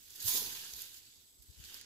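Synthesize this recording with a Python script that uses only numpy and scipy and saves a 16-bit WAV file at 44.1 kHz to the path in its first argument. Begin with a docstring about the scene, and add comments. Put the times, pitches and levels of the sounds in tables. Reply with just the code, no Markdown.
"""Leafy vines are pulled up in a field, a little to the right: a loud rush of leaves settles into soft scraping.
Leaves and stems are thousands of tiny damped contacts, coloured and faded by level curves; snaps are short bursts.
A hollow band of noise swishes, the bundle scuffs and flops on the soil, and low throbs of air bump the microphone.
Behind lie far insects, a fluttering narrow hiss to the left, and the faint coloured noise of open air."""
import sys
import numpy as np
from scipy import signal
from scipy.fft import rfft, irfft, next_fast_len
from scipy.io import wavfile
from scipy.ndimage import uniform_filter1d, map_coordinates

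SR = 44100
rng = np.random.default_rng(int(sys.argv[2]) if len(sys.argv) > 2 else 0)


def dump(signal):
    """Clip the signal to [-1, 1] and save it as 16-bit WAV at the path in sys.argv[1]."""
    limited = np.clip(np.atleast_2d(signal).T, -1, 1)
    pcm = np.round(limited * 32767).astype(np.int16)
    wavfile.write(sys.argv[1], SR, pcm)


N = 81585

# Tone of sliding leaves. Each row: frequency in Hz, relative level in dB.
LEAF_COLOUR = [(700, -33), (2300, -12), (2900, -9.5), (3500, -1), (4200, -2), (4900, -0.5), (5600, -7),
               (6500, -0.5), (7700, -7), (8700, -16), (11000, -12.5), (15500, -31)]
# Tone of the finest leaf crinkling. Each row: frequency in Hz, relative level in dB.
CRINKLE_COLOUR = [(2500, -34), (5000, -8), (7000, -6.5), (8700, -11), (10200, -9.5), (11500, -1),
                  (12300, -1.5), (13200, -5), (15500, -5.5)]


def leaves():
    """Leaves slide and crinkle in the same quick bunches, with crisp ticks of stiff edges flicking past."""
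    # Leaves sliding over each other. Each row: time in seconds, level in dB before the bunching.
    slide_level = [(0, -64.5), (.19, -56), (.21, -49.5), (.24, -47), (.29, -38), (.335, -37.5), (.372, -36),
                   (.4, -41.5), (.5, -47), (.65, -49), (.69, -53.5), (.82, -49.5), (.9, -57), (.98, -57),
                   (1.02, -62), (1.17, -63), (1.35, -72), (1.57, -64), (1.65, -56.5), (1.78, -54),
                   (1.85, -60)]
    # Crinkling, which grows when the leaves are handled hard.
    # Each row: time in seconds, level in dB before the trim and bunching.
    crinkle_level = [(0, -65), (.19, -57.5), (.265, -36.5), (.295, -33), (.335, -39), (.37, -35),
                     (.41, -42.5), (.5, -47.5), (.7, -55), (.81, -50), (.9, -60.5), (.98, -56),
                     (1.01, -66.5), (1.35, -71.5), (1.56, -68), (1.65, -62), (1.77, -56), (1.85, -84)]
    crinkle_trim_db = 3

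    slide = crackle(per_s=9000, spread_db=-0.5, life_s=0.00028, top_hz=14830)
    slide = coloured(slide + amp(-0.5) * noise(alike=0.27), LEAF_COLOUR)
    crinkle = crackle(per_s=6000, spread_db=2.0, life_s=0.00012, top_hz=17650)
    crinkle = coloured(crinkle + amp(7.5) * noise(alike=0.033), CRINKLE_COLOUR)
    ticks = coloured(crackle(per_s=460, spread_db=-0.5, life_s=0.00007, top_hz=13900), LEAF_COLOUR)

    sliding = level(slide_level) * unit(patchy(slide) + amp(-7) * ticks)
    crinkling = amp(crinkle_trim_db) * level(crinkle_level) * patchy(crinkle)
    return clumps(rate=190, depth_db=0.84) * (sliding + crinkling)


def stems():
    """Stems rub through the tangle with a coarser, lower grain."""
    # Stems dragging. Each row: time in seconds, level in dB before the trim.
    drag_level = [(0, -79), (.19, -69), (.29, -56), (.36, -64), (.5, -59), (.65, -60), (.74, -69.5),
                  (.8, -63.5), (1.02, -76), (1.35, -94.5), (1.53, -80.5), (1.65, -66.5), (1.76, -61),
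                  (1.85, -73)]
    # Tone of the stems. Each row: frequency in Hz, relative level in dB.
    stem_colour = [(600, -22.5), (1200, -9), (1600, 3), (2100, -2.5), (3000, 8), (5000, -10.5),
                   (8000, -6.5), (15000, -31)]
    trim_db = 5.5
    grains = crackle(per_s=5000, spread_db=0.5, life_s=0.00066, top_hz=9850)
    return amp(trim_db) * level(drag_level) * patchy(coloured(grains, stem_colour))


def snaps():
    """Each breaking fibre is a noise burst around its own pitch, over a skirt of leaf tone."""
    # Stems that snap. Each row: start in seconds, level in dB, pitch in Hz, decay time in seconds.
    snap_events = [(0.105, -45.5, 7100, 0.0017), (.1565, -46.5, 12100, 0.012),
                   (0.2022, -39.5, 4900, 0.0069), (0.226, -39.5, 11600, 0.0038), (0.282, -39, 5500, 0.0033),
                   (0.2906, -31.5, 5000, 0.002), (0.3678, -34.5, 11300, 0.0028), (0.736, -38, 5730, 0.0029),
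                   (0.819, -37, 12400, 0.0028), (0.9434, -47, 12200, 0.0023), (1.422, -56, 11400, 0.012),
                   (1.64, -44, 3000, 0.0014), (1.647, -50, 4700, 0.0091), (1.7433, -38, 4770, 0.0011),
                   (1.812, -46.5, 4600, 0.0041)]
    width_octaves, skirt_db, rise_s = 0.27, 1, 0.00011
    out = np.zeros((2, N + SR))  # spare room for the last bursts
    t = np.arange(2048) / SR
    f = np.fft.rfftfreq(len(t), 1 / SR) + 1  # 1 Hz up, so the logarithm is safe
    skirt = amp(skirt_db) * (amp(along(LEAF_COLOUR, f)) + amp(along(CRINKLE_COLOUR, f)))
    for start_s, db, hz, decay_s in snap_events:
        peak = np.exp(-0.5 * (np.log2(f / hz) / width_octaves) ** 2)
        burst = unit(irfft(rfft(rng.standard_normal((2, len(t)))) * (peak + skirt)))
        first = round(start_s * SR)
        out[:, first:first + len(t)] += amp(db) * burst * strike(t, rise_s, decay_s)
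    return out[:, :N]


def swish():
    """The tossed bundle sweeps into the bed of leaves with a hollow swish, a narrow noise band that dies away."""
    start_s, level_db, rise_s, fall_s = 0.273, -56.5, 0.0036, 0.19
    centre_hz, width_hz = 983, 128
    band = unit(filtered(noise(alike=0.1), lambda hz: np.exp(-0.5 * ((hz - centre_hz) / width_hz) ** 2)))
    return amp(level_db) * strike(np.arange(N) / SR - start_s, rise_s, fall_s) * band


def brush():
    """The bundle scuffs over the soil and clumps land softly; the upper scuffs reach the ports out of step."""
    # Bundle brushing the soil. Each row: time in seconds, level in dB before the trim.
    scuff_level = [(0, -86.5), (.22, -68.5), (.31, -62.5), (.355, -60), (.47, -57.5), (.51, -63.5),
                   (.8, -71), (1.05, -83), (1.45, -86), (1.72, -71), (1.85, -75)]
    # Tone of the scuffs. Each row: frequency in Hz, relative level in dB.
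    scuff_colour = [(40, -11), (100, -2.5), (430, 0), (630, -13), (820, -3), (1020, -3.5), (1300, -13.5),
                    (2500, -8)]
    # Clumps flopping onto the ground. Each row: start in seconds, level in dB, decay time in seconds.
    flop_events = [(0.346, -47.5, 0.02), (0.37, -55, 0.0092), (0.417, -54.5, 0.016), (0.821, -67, 0.024),
                   (1.742, -65.5, 0.032)]
    # Tone of the flops. Each row: frequency in Hz, relative level in dB.
    flop_colour = [(170, -20), (260, -2), (420, -1), (520, -5.5), (680, -15), (980, -6), (2500, -23)]
    trim_db, flop_rise_s = 2.5, 0.00086

    scuff = crackle(per_s=1800, spread_db=2, life_s=0.00044, top_hz=2290)
    scuff = coloured(scuff + amp(1.0) * noise(alike=1.0), scuff_colour)
    t = np.arange(N) / SR
    landings = sum(amp(db) * strike(t - start_s, flop_rise_s, decay_s) for start_s, db, decay_s in flop_events)
    flops = landings * coloured(noise(alike=1.0), flop_colour)

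    lean_db = [(480, 6.5), (740, -5), (1100, 1.5)]  # (Hz, dB of right over left)
    lead = [(420, 0.071), (950, 1.71)]  # (Hz, radians by which the left leads)
    ground = leaning(amp(trim_db) * level(scuff_level) * scuff + flops, lean_db)
    return filtered(ground, lambda hz: np.exp(1j * along(lead, hz) * np.array([[0.5], [-0.5]])))


def bumps():
    """Puffs of air push on the microphone ports: a brief low throb with a little rumble, swelling and fading."""
    # Dull air bumps. Each row: centre in seconds, level in dB, pitch in Hz, spread in seconds,
    # side from 0 (left) to 1 (right).
    puffs = [(0.261, -41, 103, 0.009, 0.91), (0.288, -43, 66.5, 0.0029, 0.78), (0.441, -57, 79.5, 0.052, 1),
             (0.751, -55.5, 60, 0.02, 0.66), (1.409, -53.5, 59, 0.012, 0.98),
             (1.502, -47, 66.5, 0.0094, .05), (1.598, -45.5, 65.5, 0.012, .05),
             (1.634, -55, 65, 0.033, 0.062)]
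    out = np.zeros((2, N))
    rumble = coloured(noise(alike=0), [(25, -30), (55, 6.0), (240, -19), (600, -37), (3000, -85)])
    for centre_s, db, hz, spread_s, right in puffs:
        t = np.arange(N) / SR - centre_s
        swell = np.exp(-0.5 * (t / spread_s) ** 2)
        push = amp(db) * swell * (np.cos(2 * np.pi * hz * t) + amp(-8.5) * rumble)
        turn = np.clip(right, 0, 1) * np.pi / 2
        out += np.array([[np.cos(turn)], [np.sin(turn)]]) * push
    return out


def insects():
    """Far insects make a thin chorus to the left: a narrow band of hiss that flutters."""
    centre_hz, width_hz, level_db = 7870, 260, -69
    band = filtered(noise(alike=0), lambda hz: np.exp(-0.5 * ((hz - centre_hz) / width_hz) ** 2))
    return amp(level_db) * clumps(rate=59, depth_db=1.7) * unit(band * [[1], [0.5]])


def open_air():
    """The faint outdoor hiss is coloured noise whose tone drifts."""
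    # Tone of the open air. Each row: frequency in Hz, relative level in dB.
    air_colour = [(20, -1.5), (90, 12.5), (160, -1), (320, 1.5), (550, -10), (1200, -15), (5000, -13),
                  (8700, -25), (12000, -14), (15500, -43)]
    level_db = -73
    return amp(level_db) * patchy(coloured(noise(alike=0.36), air_colour))


def crackle(per_s, spread_db, life_s, top_hz, size=128):
    """Countless tiny damped contacts, each with its own moment, pitch, strength and direction."""
    lag_s, lag_spread_s = 0.00011, 0.00005  # the right port hears later; the leaves lie spread out
    u = rng.random((int(per_s * N / SR), 5))
    start = (u[:, :1] * N).astype(int)
    hz = u[:, 1:2] * top_hz
    strength = amp(spread_db * np.minimum(-np.log(1 - u[:, 2:3]), np.log(60)))
    lag = lag_s + lag_spread_s * np.log((u[:, 3:4] + 1e-6) / (1 - u[:, 3:4]))
    turn = u[:, 4:5] * np.pi / 2
    sides = []
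    for delay, gain in ((0, np.cos(turn)), (lag, np.sin(turn))):
        t = np.maximum(np.arange(size) / SR - delay, 0)
        grains = strength * np.sqrt(gain) * np.exp(-t / life_s) * np.sin(2 * np.pi * hz * t)
        places = start + np.arange(size)
        sides.append(np.bincount(places.ravel(), grains.ravel(), N + size)[:N])
    return unit(np.array(sides))


def clumps(rate, depth_db):
    """Uneven gain wanders smoothly between random knots (rate per second), bunching or fluttering a sound."""
    knots = rng.standard_normal(4096)
    return unit(amp(depth_db * map_coordinates(knots, [np.arange(N) * rate / SR], mode="wrap")))


def patchy(x, size=512):
    """Colour drifts in small patches of pitch and time, as when different leaves come into contact."""
    shift_db = 2.04  # rms
    z = signal.stft(x, nperseg=size)[2]
    field = uniform_filter1d(rng.standard_normal(z.shape[1:]), size=5, axis=0)  # across pitch
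    field = unit(uniform_filter1d(field, size=6, axis=1))  # across time
    return unit(signal.istft(z * amp(shift_db * field), nperseg=size)[1][:, :N])


def strike(t, rise_s, length_s):
    """A quick rise and an exponential fall, peaking at 1."""
    t = np.maximum(t, 0)
    envelope = (1 - np.exp(-t / rise_s)) * np.exp(-t / length_s)
    return envelope / envelope.max()


def noise(alike):
    """Stereo white noise, partly shared by both sides."""
    share = np.clip(alike, 0, 1)
    common = np.sqrt(share) * rng.standard_normal(N)
    return common + np.sqrt(1 - share) * rng.standard_normal((2, N))


def leaning(x, lean_db):
    """Tip the balance at each frequency by (Hz, dB of right over left) points."""
    return filtered(x, lambda hz: amp(along(lean_db, hz) * np.array([[-0.5], [0.5]])))


def coloured(x, colour):
    """Filter x by (Hz, dB) points, then scale to rms 1."""
    return unit(filtered(x, lambda hz: amp(along(colour, hz))))


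def filtered(x, response):
    """Multiply the spectrum of x by a response of frequency."""
    m = next_fast_len(N + SR // 4)
    return irfft(rfft(x, m) * response(np.fft.rfftfreq(m, 1 / SR)), m)[..., :N]


def along(points, hz):
    """Interpolate (Hz, value) points on a log frequency axis."""
    f, v = np.transpose(points)
    return np.interp(np.log(hz + 1), np.log(f + 1), v)


def level(rows):
    """Gain per sample from (seconds, dB) rows."""
    return amp(np.interp(np.arange(N) / SR, *np.transpose(rows)))


def amp(db):
    """Decibels to gain."""
    return 10 ** (np.asarray(db) / 20)


def unit(x):
    """Scale to rms 1."""
    return x / np.sqrt(np.mean(x ** 2) + 1e-20)


def scene():
    """Vines with their stereo lean, then swish, soil, air bumps, insects and open air."""
    # Stereo balance of the vines. Each row: frequency in Hz, right over left in dB.
    vine_lean = [(1500, -5.5), (3300, 3), (5300, 6.5), (8000, -3), (11000, 11), (15000, 6)]
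    vines = leaning(leaves() + stems() + snaps(), vine_lean)
    return vines + swish() + brush() + bumps() + insects() + open_air()


def record(dry):
    """Nothing is kept above the band limit."""
    top_hz = 15600
    return filtered(dry, lambda hz: hz < top_hz)


dry = scene()
out = record(dry)
dump(out)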